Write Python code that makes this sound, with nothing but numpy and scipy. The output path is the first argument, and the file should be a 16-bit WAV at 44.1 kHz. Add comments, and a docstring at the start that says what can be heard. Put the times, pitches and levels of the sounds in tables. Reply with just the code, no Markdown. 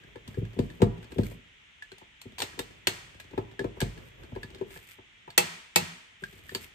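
"""Over a soft hiss, hands set a plastic blender cup on its motor base on a kitchen worktop: the cup
ticks and the heavy base clunks and rocks. Then the cup is pressed down and twisted: its lugs (small
locking tabs) tick and snap in their slots, and fingers slide on the plastic. After 5 seconds a wall
socket's switch is flicked twice. Last come one more rub, knock and snap from the cup.
The motor stays off throughout, and the small hard room answers each blow."""
import sys
import numpy as np
from scipy import signal
from scipy.io import wavfile

SR = 44100
rng = np.random.default_rng(int(sys.argv[2]) if len(sys.argv) > 2 else 0)


def generate_wav(signal):
    """Clip the signal to [-1, 1] and save it as 16-bit WAV at the path in sys.argv[1]."""
    frames = np.transpose(np.atleast_2d(signal))
    scaled = np.clip(frames, -1, 1) * 32767
    pcm = np.round(scaled).astype(np.int16)
    wavfile.write(sys.argv[1], SR, pcm)


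N = 297234
RING_S = np.arange(int(.6 * SR)) / SR   # the clock for one ring or echo, in seconds


def from_db(db):
    """Turn decibels into a number to multiply by."""
    return 10 ** (np.asarray(db) / 20)


def rms_one(x):
    """Scale a sound so that its average strength (rms) is 1."""
    return x / np.sqrt(np.mean(x ** 2) + 1e-20)


def at_hz(points, hz):
    """Read between the rows of a table, giving each octave equal room."""
    points = np.array(points)
    return np.interp(np.log(hz), np.log(points[:, 0]), points[:, 1])


def add(out, s, sound):
    """Mix a stereo sound in, starting at s seconds."""
    start = max(int(s * SR), 0)
    out[:, start:start + sound.shape[1]] += sound[:, :N - start]


def mode(hz, t60, rise_cycles, lag_s):
    """One ringing tone: it swells, fades 60 dB in t60 seconds and reaches the right ear later."""
    t = np.maximum(RING_S - np.array([[0], [lag_s]]), 0)
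    return np.sin(2 * np.pi * hz * t) * from_db(-60 * t / t60) * (1 - np.exp(-t * hz / rise_cycles))


# How alike the two ears hear noise. Each row: pitch in Hz, likeness (1 is the same, 0 is unrelated).
EAR_LIKENESS = [(60, 0.66), (130, 1), (290, -0.046), (640, 0.014), (1400, -0.21), (3000, 0.087),
                (15000, 0.14)]
def noise_bands(size):
    """Noise from all around, in half-octave bands, each given with its middle pitch."""
    edges_hz = 28 * 2 ** np.arange(0, 9.6, .5)
    white = rng.standard_normal((2, 2, size))
    for k, (low, high) in enumerate(zip(edges_hz, edges_hz[1:])):
        band_filter = signal.butter(2, [low, high], "band", fs=SR, output="sos")
        mid, side = signal.sosfilt(band_filter, white[k % 2])
        hz = np.sqrt(low * high)
        alike = np.clip(at_hz(EAR_LIKENESS, hz), -1, 1)
        yield hz, np.sqrt(1 + alike) * mid + np.sqrt(1 - alike) * side * [[1], [-1]]


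def coloured(spectrum):
    """Steady stereo noise whose mix of low and high follows a table."""
    return rms_one(sum(from_db(at_hz(spectrum, hz)) * band for hz, band in noise_bands(N)))


# The tone of the steady hiss. Each row: pitch in Hz, level in dB.
HISS_TONE = [(18, -36), (30, -14), (59, -15), (87, -16.5), (380, -25.5), (530, -31), (1000, -26),
             (1440, -24), (1870, -15), (3070, -18.5), (4200, -46.5), (6700, -22.5), (8250, -33),
             (10200, -52.5), (15000, -47.5)]
def background(edge_hz=3400, thin_db=-5.5):
    """A soft hiss that drops steeply to a fainter, thin top."""
    hiss = coloured(HISS_TONE)
    dull = signal.sosfilt(signal.butter(8, edge_hz, "low", fs=SR, output="sos"), hiss)
    thin = signal.sosfilt(signal.butter(8, edge_hz, "high", fs=SR, output="sos"), hiss)
    return dull + from_db(thin_db) * thin


def echo(x, response, gap_s):
    """Give a mono sound a stereo pattern of echoes, after a short gap."""
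    response = rms_one(response) / np.sqrt(len(RING_S))
    delayed = np.pad(response, ((0, 0), (int(gap_s * SR), 0)))
    return signal.fftconvolve(x[None], delayed, axes=1)[:, :N]


def room_clicks(rows, level_db, low_cut_hz=350, usual_bright_db=4.0, bright_share=0.93):
    """A snap spreads in all directions and reaches the room as a plain click."""
    plain, bright = np.zeros((2, N))
    s, db, brightness = np.transpose(rows)[:3]
    at = (s * SR).astype(int)
    plain[at] = from_db(db + level_db)
    bright[at] = plain[at] * (from_db(bright_share * (brightness - usual_bright_db)) - 1)
    clicks = plain + signal.lfilter(*signal.butter(1, 5000, "high", fs=SR), bright + 1e-18)
    return signal.lfilter(*signal.butter(2, low_cut_hz, "high", fs=SR), clicks + 1e-18)


# The tone of the room's echo. Each row: pitch in Hz, level in dB.
ROOM_TONE = [(40, -12), (110, 7.5), (170, 3), (250, -2), (500, -9), (1000, -5.5), (2400, -2), (5000, -9),
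             (8000, -5.5), (15000, -13)]
# How long the echo lasts. Each row: pitch in Hz, fade time in seconds.
ROOM_FADE = [(60, 0.21), (200, 0.36), (600, 0.6), (2400, 0.76), (5000, 0.64), (8000, 0.66), (15000, 0.39)]
# The room's air and hard things ring along. Each row: pitch in Hz, level in dB, fade time in seconds.
KITCHEN_RINGS = [(112.2, -45, .38), (246.3, -51.5, .4), (385.6, -51.5, 0.27), (474, -56.5, 0.15),
                 (807, -57, .4), (1294, -54.5, .45), (1893, -47, 0.82), (2006, -47.5, .6),
                 (2270, -48, 0.26), (2376, -48, .5), (2800, -43.5, .5), (3066, -45, 0.39), (4320, -38, .45),
                 (7210, -47, 0.53), (7860, -44, .35)]
def kitchen(near, outward, tail_db=-16.5, early_db=-8.0, early_t60=0.11, rings_db=-20.5):
    """Worktop, wall and appliances throw back quick echoes; then the room rings on."""
    tail = sum(from_db(at_hz(ROOM_TONE, hz) - 60 * RING_S / at_hz(ROOM_FADE, hz)) * band
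               for hz, band in noise_bands(len(RING_S)))
    early = sum(band for hz, band in noise_bands(len(RING_S))) * from_db(-60 * RING_S / early_t60)
    early = signal.lfilter(*signal.butter(2, 450, "high", fs=SR), early)
    rings = 0
    for hz, db, t60 in KITCHEN_RINGS:
        # the ears hear low rings in step and high ones apart
        phase = min(hz / 1000, 2) * rng.uniform(-1, 1, (2, 1))
        rings += from_db(db + rings_db - 60 * RING_S / t60) * np.sin(2 * np.pi * hz * RING_S + phase)
    return (from_db(early_db) * echo(near, early, gap_s=0.0045)
            + from_db(tail_db) * echo(outward, tail, gap_s=.008)
            + signal.fftconvolve(outward[None], rings, axes=1)[:, :N])


def stick_slip(slips_per_s=900, slip_s=.001, smooth_drag=.9):
    """Sliding skin catches and lets go in tiny slips, on top of a smooth drag."""
    slips = (rng.random(N) < slips_per_s / SR) * rng.exponential(1, N)
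    return rms_one(smooth_drag + signal.lfilter([1], [1, -np.exp(-1 / (slip_s * SR))], slips + 1e-18))


# The tones of rubbing palms and of sliding fingers. Each row: pitch in Hz, level in dB.
PALM_TONE = [(30, -20.5), (50, 2), (110, -0.5), (250, -12.5), (420, -8), (700, -21), (1500, -22.5),
             (4000, -41)]
FINGER_TONE = [(500, -26), (2000, 5), (6000, -11), (8500, -3), (12000, -4.5), (16000, -24.5)]
# When palms hold and when fingers slide. Each row: start in seconds, end in seconds, level in dB.
PALM_GRIPS = [(0, .3, -58.5), (0.311, 1.271, -55), (2.276, 3.55, -59), (3.766, 4.024, -50),
              (4.199, 4.733, -55), (6.238, 6.64, -59)]
FINGER_STROKES = [(0.27, 0.435, -57.5), (0.472, 0.836, -61), (1.077, 1.404, -52.5), (4.003, 4.12, -55),
                  (4.39, 4.486, -59), (4.66, 4.823, -48.5), (4.788, 4.993, -52.5), (6.188, 6.46, -49),
                  (6.373, 6.74, -53)]
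def hands(slide_db=-6.0, attack_s=0.015, release_s=0.12):
    """Palms drag on the cup with a low, uneven rub; fingers hiss in scratchy, swelling strokes."""
    t = np.arange(N) / SR
    grip = from_db(2.5 * np.interp(t * 60, np.arange(420), rng.standard_normal(420)))
    waver = from_db(3.5 * np.interp(t * 14, np.arange(100), rng.standard_normal(100)))
    rub = sum(from_db(db) * np.exp(np.minimum(t - start, 0) / attack_s
                                   - np.maximum(t - end, 0) / release_s)
              for start, end, db in PALM_GRIPS)
    slide = sum(from_db(db + slide_db) * np.sin(np.pi * np.clip((t - start) / (end - start), 0, 1))
                for start, end, db in FINGER_STROKES)
    return grip * (rub * coloured(PALM_TONE) + slide * waver * stick_slip() * coloured(FINGER_TONE))


# The tone of cracking plastic. Each row: pitch in Hz, level in dB.
PLASTIC_TONE = [(400, -11.5), (800, 0.5), (1400, -11), (2400, 2), (4000, -1), (5500, -12), (7800, 1),
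                (10000, -10.5), (13000, -10), (16000, -13.5)]
def plastic_grain():
    """Plastic has so many short rings that they blur into noise."""
    return coloured(PLASTIC_TONE)


def crack(grain, t60, rise_s, treble_db, treble_t60=0.23):
    """A short burst cut from the noise in grain; its highest sounds die first."""
    start = rng.integers(N - len(RING_S))
    burst = grain[:, start:start + len(RING_S)] * from_db(-60 * RING_S / t60)
    burst *= 1 - np.exp(-RING_S / rise_s)
    treble = signal.lfilter(*signal.butter(1, 5000, "high", fs=SR), burst)
    return burst + (from_db(treble_db - 60 * RING_S / treble_t60) - 1) * treble


# The switch plate and the box behind it. Each row: pitch in Hz, level in dB, fade time in seconds.
SWITCH_RINGS = [(94, -36, 0.12), (172.2, -22, 0.09), (243.4, -32, .12), (356, -9.5, 0.046),
                (489, -15, 0.095), (624, -15, .06), (830, -7, 0.071), (964, -14, 0.055), (1310, -11, .045),
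                (1547, -20.5, .04), (1900, -16.5, .055), (2230, -16.5, 0.069), (2422, -13, 0.053),
                (2647, -12.5, 0.098), (4235, -14, 0.043), (7200, -16, .03)]
# The two flicks. Each row: start in seconds, level in dB, brightness in dB, extra thump in dB.
SWITCH_FLICKS = [(5.3776, -4.5, -14.5, 1), (5.759, -6.5, -16, 8.5)]
def wall_switch(grain, crack_db=-5.5, stop_db=-5.0, stop_s=0.0021, plate_db=-1.0, usual_bright_db=-22.0):
    """The springy switch snaps over and hits its stop; the plate rings and the hollow box thumps."""
    out, hz = np.zeros((2, N)), np.array(SWITCH_RINGS)[:, 0]
    rings = np.array([(-1) ** k * mode(f, t60, rise_cycles=1.36, lag_s=0.000515) * from_db(db)
                      for k, (f, db, t60) in enumerate(SWITCH_RINGS)])
    for s, db, brightness, thump_db in SWITCH_FLICKS:
        flip = crack(grain, t60=0.028, rise_s=0.0003, treble_db=brightness - usual_bright_db)
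        stop = crack(grain, t60=0.03, rise_s=0.00025, treble_db=3.0)
        plate = np.tensordot(from_db(db + plate_db + thump_db * (hz < 250)), rings, 1)
        add(out, s, from_db(db + crack_db) * flip)
        add(out, s + stop_s / 2, plate)
        add(out, s + stop_s, from_db(db + crack_db + stop_db) * stop)
    return out


def fidgets(per_s=7.9, spread_db=8):
    """List small random shifts of the held cup, stronger under a firmer grip."""
    slots = np.arange(0, N / SR - .1, 1 / per_s)
    delays, sizes = rng.random((200, 2))[:len(slots)].T
    return [(s, db + spread_db * (size - .5)) for s, size in zip(slots + delays / per_s, sizes)
            for start, end, db in PALM_GRIPS if start < s < end]


# The plastic cup ticks against the base and, when twisted, snaps in its slots.
# Each row: start in seconds, level in dB, brightness in dB.
CUP_TICKS_AND_SNAPS = [(0.2763, -39, -10.5), (0.5903, -30, -23.5), (0.818, -24, -18.5),
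                       (1.0277, -44.5, -18.5), (1.119, -39, -39.5), (1.1831, -33, -35),
                       (1.2334, -38.5, -12), (1.8226, -38.5, -41), (1.917, -40, -38),
                       (1.9816, -42.5, -13.5), (2.2149, -37, -10), (2.3826, -28, -14), (2.39, -30, -9),
                       (2.402, -23, -13), (2.419, -15.5, -17), (2.5908, -22, -11), (2.8706, -9.5, -14),
                       (3.1991, -34, -15.5), (3.5921, -30.5, -31.5), (3.8036, -25.5, -6),
                       (3.8141, -19, -24), (4.4308, -34, -31.5), (4.5465, -38.5, -52),
                       (5.3032, -39.5, -16.5), (6.2369, -33.5, -38), (6.4924, -38.5, -34),
                       (6.5482, -21.5, -11)]
def ticks(shifts, knock_db=-4.5, knock_bright_db=-31, fidget_db=8, fidget_bright_db=-36.5):
    """List the cup's ticks and snaps, plus a dull tick for each knock and small shift."""
    knock_ticks = [(s, db + hardness + knock_db, knock_bright_db) for s, db, hardness, *_ in CUP_KNOCKS]
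    fidget_ticks = [(s, db + fidget_db, fidget_bright_db) for s, db in shifts]
    return list(CUP_TICKS_AND_SNAPS) + knock_ticks + fidget_ticks


def regrip(ring, detune):
    """The changing grip shifts the pitch of a ring a little."""
    stretched_s = RING_S * (1 + detune * rng.standard_normal())
    return np.array([np.interp(stretched_s, RING_S, ear) for ear in ring])


# The tones of the cup wall. Each row: pitch in Hz, level in dB, fade time in seconds.
CUP_RINGS = [(990, -9.5, 0.028), (1306, -25, 0.097), (1655, -8, 0.041), (1980, -30.5, .05),
             (2256, -27.5, 0.037), (2560, -15.5, 0.03), (3560, -5.5, 0.02), (4410, -5.5, 0.021)]
def cup_clicks(contacts, grain, wall_db=-4.5, usual_bright_db=-10.5, scatter_db=7.0):
    """Each tick or snap is a crack, then the short ring of the cup wall."""
    out, hz = np.zeros((2, N)), np.array(CUP_RINGS)[:, 0]
    rings = np.array([mode(f, t60, rise_cycles=1.6, lag_s=0.00016) * from_db(db)
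                      for f, db, t60 in CUP_RINGS])
    for s, db, brightness in contacts:
        burst = crack(grain, t60=0.03, rise_s=0.0011, treble_db=brightness - usual_bright_db)
        # dull contacts bring out the hollow middle tones
        dullness = np.clip(-13 - brightness, 0, 16)
        hollow = dullness * at_hz([(1200, -1), (1700, .7), (2400, .1), (3400, .1), (4500, -.6)], hz)
        strengths = from_db(wall_db + hollow + scatter_db * rng.standard_normal(len(hz)))
        wall = np.tensordot(strengths * rng.choice([-1, 1], len(hz)), rings, 1)
        add(out, s, from_db(db) * (burst + regrip(wall, detune=0.038)))
    return out


# The cup bumps the base. Each row: start in seconds, level in dB, hardness in dB (more gives more
# high ring), favoured pitch in Hz, how many seconds earlier a first touch comes (0 for none).
CUP_KNOCKS = [(0.156, -34.5, -14.5, 474, 0.0021), (0.276, -35, -18.5, 216, 0.0011),
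              (0.373, -21, -42.5, 151, 0.0022), (0.418, -24, -38, 170, 0), (0.587, -11, -27.5, 212, 0.022),
              (0.818, -4, -20.5, 192, .016), (1.119, -34, -15.5, 295, 0), (1.184, -8, -30, 215, .024),
              (1.313, -40.5, -14, 170, 0.0018), (1.918, -42.5, -20.5, 408, 0), (2.014, -44, -9, 320.5, 0),
              (2.255, -42, -23, 239, 0.00012), (2.426, -27.5, -12.5, 470, .031),
              (2.592, -24, -18, 444, .016), (2.872, -24.5, -19, 355, 0), (3.377, -20, -14, 284, 0.045),
              (3.592, -25.5, -19, 406, 0.00013), (3.607, -26.5, -22, 400, 0.00016),
              (3.642, -14, -22, 455, 0.003), (3.77, -41, -12, 400, 0.002), (3.816, -15, -23.5, 148, 0),
              (4.319, -31, -27, 248, 0.0013), (4.36, -24.5, -17.5, 375, 0.0019), (4.552, -40, -18, 373, 0),
              (4.436, -36.5, -15, 149.8, 0), (4.611, -22.5, -20, 385, 0), (4.76, -42.5, -5, 400, 0),
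              (4.987, -51, -10.5, 301, 0.0024), (5.278, -46.5, -3, 387, 0.0013),
              (6.226, -41, -21, 153, 0.0052), (6.549, -26.5, -22.5, 415, .032)]
def bumps(shifts, usual_db=-17.5, usual_hz=249, touch_db=-31.5, touch_follows=0.35,
          rock_s=0.042, rock_loss_db=21.5, rock_hz=162,
          fidget_db=9.5, fidget_hardness_db=-18.0, fidget_hz=320):
    """List every blow to the base: knocks, first touches, rocking back and small shifts."""
    rows = []
    for s, db, hardness, hz, ahead_s in CUP_KNOCKS:
        rows.append((s, db, hardness, hz))
        if ahead_s > 0:
            rows.append((s - ahead_s, touch_db + touch_follows * (db - usual_db), hardness, hz))
        if hz < 275:   # after a low, heavy push the base rocks back onto its feet
            rows.append((s + rock_s, db - rock_loss_db, hardness, rock_hz))
    rows += [(s, db + fidget_db, fidget_hardness_db, fidget_hz) for s, db in shifts]
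    blows = []
    for s, db, hardness, hz in rows:
        # low-pitched and gentle pushes carry more low thud
        weight_db = -7 - 7.5 * np.log2(hz / usual_hz) - 0.14 * (db - usual_db)
        blows.append((s, db, weight_db, hardness, hz))
    return blows


# The tone of the grinding rim. Each row: pitch in Hz, level in dB.
RIM_TONE = [(100, -15.5), (300, 0.5), (550, -5.5), (1000, -4), (1500, -12.5), (2500, -20.5), (5000, -38.5)]
def rim_crunch(blows, level_db=3.5, t60=0.0626, rise_s=0.0022):
    """A hard knock briefly grinds the cup's rim into its seat; the right ear hears it later."""
    out, left = np.zeros((2, N)), coloured(RIM_TONE)[0]
    grain = np.array([left, np.roll(left, 20)])
    for s, db, _, hardness, _ in blows:
        add(out, s, from_db(db + hardness + level_db) * crack(grain, t60, rise_s, treble_db=0.0))
    return out


# The tones of the base on the worktop and of the air in the cup.
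# Each row: pitch in Hz, level in dB, fade time in seconds, how much louder on the left in dB.
BASE_RINGS = [(46.7, -15, .3, -1), (86.5, -4.5, .06, 2), (112, -3, 0.12, .5), (134.7, -7.5, .08, -1),
              (168.3, -6.5, 0.1, 2.5), (210.4, -11, 0.13, 4.5), (247.1, -5, 0.12, 1),
              (303, -2.5, 0.066, 7.5), (343, -3.5, 0.073, -1.5), (389, 1, 0.098, 7.5),
              (479.4, -5, 0.098, 5), (544, -14, 0.075, 15), (600.6, -15.5, 0.098, 14),
              (694, -14.5, 0.069, 13), (864, -8.5, 0.049, 7), (961.3, -15, 0.058, 12),
              (1054, -24.5, 0.1, 17.5), (1315, -23.5, 0.13, -7.5)]
def base_clunks(blows, level_db=-7.5, usual_weight_db=-13.0, usual_hardness_db=-18.0,
                focus_db=6.5, focus_octaves=0.18, scatter_db=2.5):
    """Heavy pushes wake the low tones of the base; harder contacts wake the high ones."""
    out, hz = np.zeros((2, N)), np.array(BASE_RINGS)[:, 0]
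    rings = np.array([(-1) ** k * mode(f, t60, rise_cycles=0.74, lag_s=0.00029)
                      * from_db([[db + pan / 2], [db - pan / 2]])
                      for k, (f, db, t60, pan) in enumerate(BASE_RINGS)])
    rings /= np.abs(rings.sum(0).mean(0)).max()
    for s, db, weight, hardness, favoured_hz in blows:
        low_db, high_db = weight - usual_weight_db, hardness - usual_hardness_db
        tilt = at_hz([(140, low_db), (330, 0.0006), (480, 0.044), (850, high_db)], hz)
        # the length of the push favours the tones near one pitch
        focus = focus_db * np.exp(-(np.log2(hz / favoured_hz) / focus_octaves) ** 2)
        strengths = from_db(db + level_db + tilt + focus + scatter_db * rng.standard_normal(len(hz)))
        add(out, s, np.tensordot(strengths, rings, 1))
    return out


def scene(hiss_db=-57.5, box_db=11.0, box_hz=260):
    """Mix the nearby blender and switch with their echoes, the hands and the hiss."""
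    grain, shifts = plastic_grain(), fidgets()
    blows, contacts = bumps(shifts), ticks(shifts)
    base = base_clunks(blows) + rim_crunch(blows)
    switch = wall_switch(grain)
    cup = cup_clicks(contacts, grain) * from_db([[.6], [-.6]])   # slightly to the left
    near = base + cup + switch
    box_thump = from_db(box_db) * signal.lfilter(*signal.butter(2, box_hz, fs=SR), switch[0] + 1e-18)
    clicks = room_clicks(contacts, level_db=25.0) + room_clicks(SWITCH_FLICKS, level_db=26.5)
    outward = base[0] + box_thump + clicks
    return near + kitchen(near[0], outward) + hands() + from_db(hiss_db) * background()


def record(dry, notch_hz=10400, notch_width_hz=1500, low_cut_hz=30, high_cut_hz=15000):
    """The microphone loses the deepest bass and the very top; its openings cut a dip in the treble."""
    notch = signal.iirnotch(notch_hz, notch_hz / notch_width_hz, fs=SR)
    heard = signal.lfilter(*notch, signal.lfilter(*notch, dry))
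    heard = signal.sosfilt(signal.butter(2, low_cut_hz, "high", fs=SR, output="sos"), heard)
    heard = heard / (1 + (heard / .75) ** 4) ** .25   # round off the loudest peaks
    return signal.sosfilt(signal.ellip(10, .2, 80, high_cut_hz, fs=SR, output="sos"), heard)


dry = scene()
out = record(dry)
generate_wav(out)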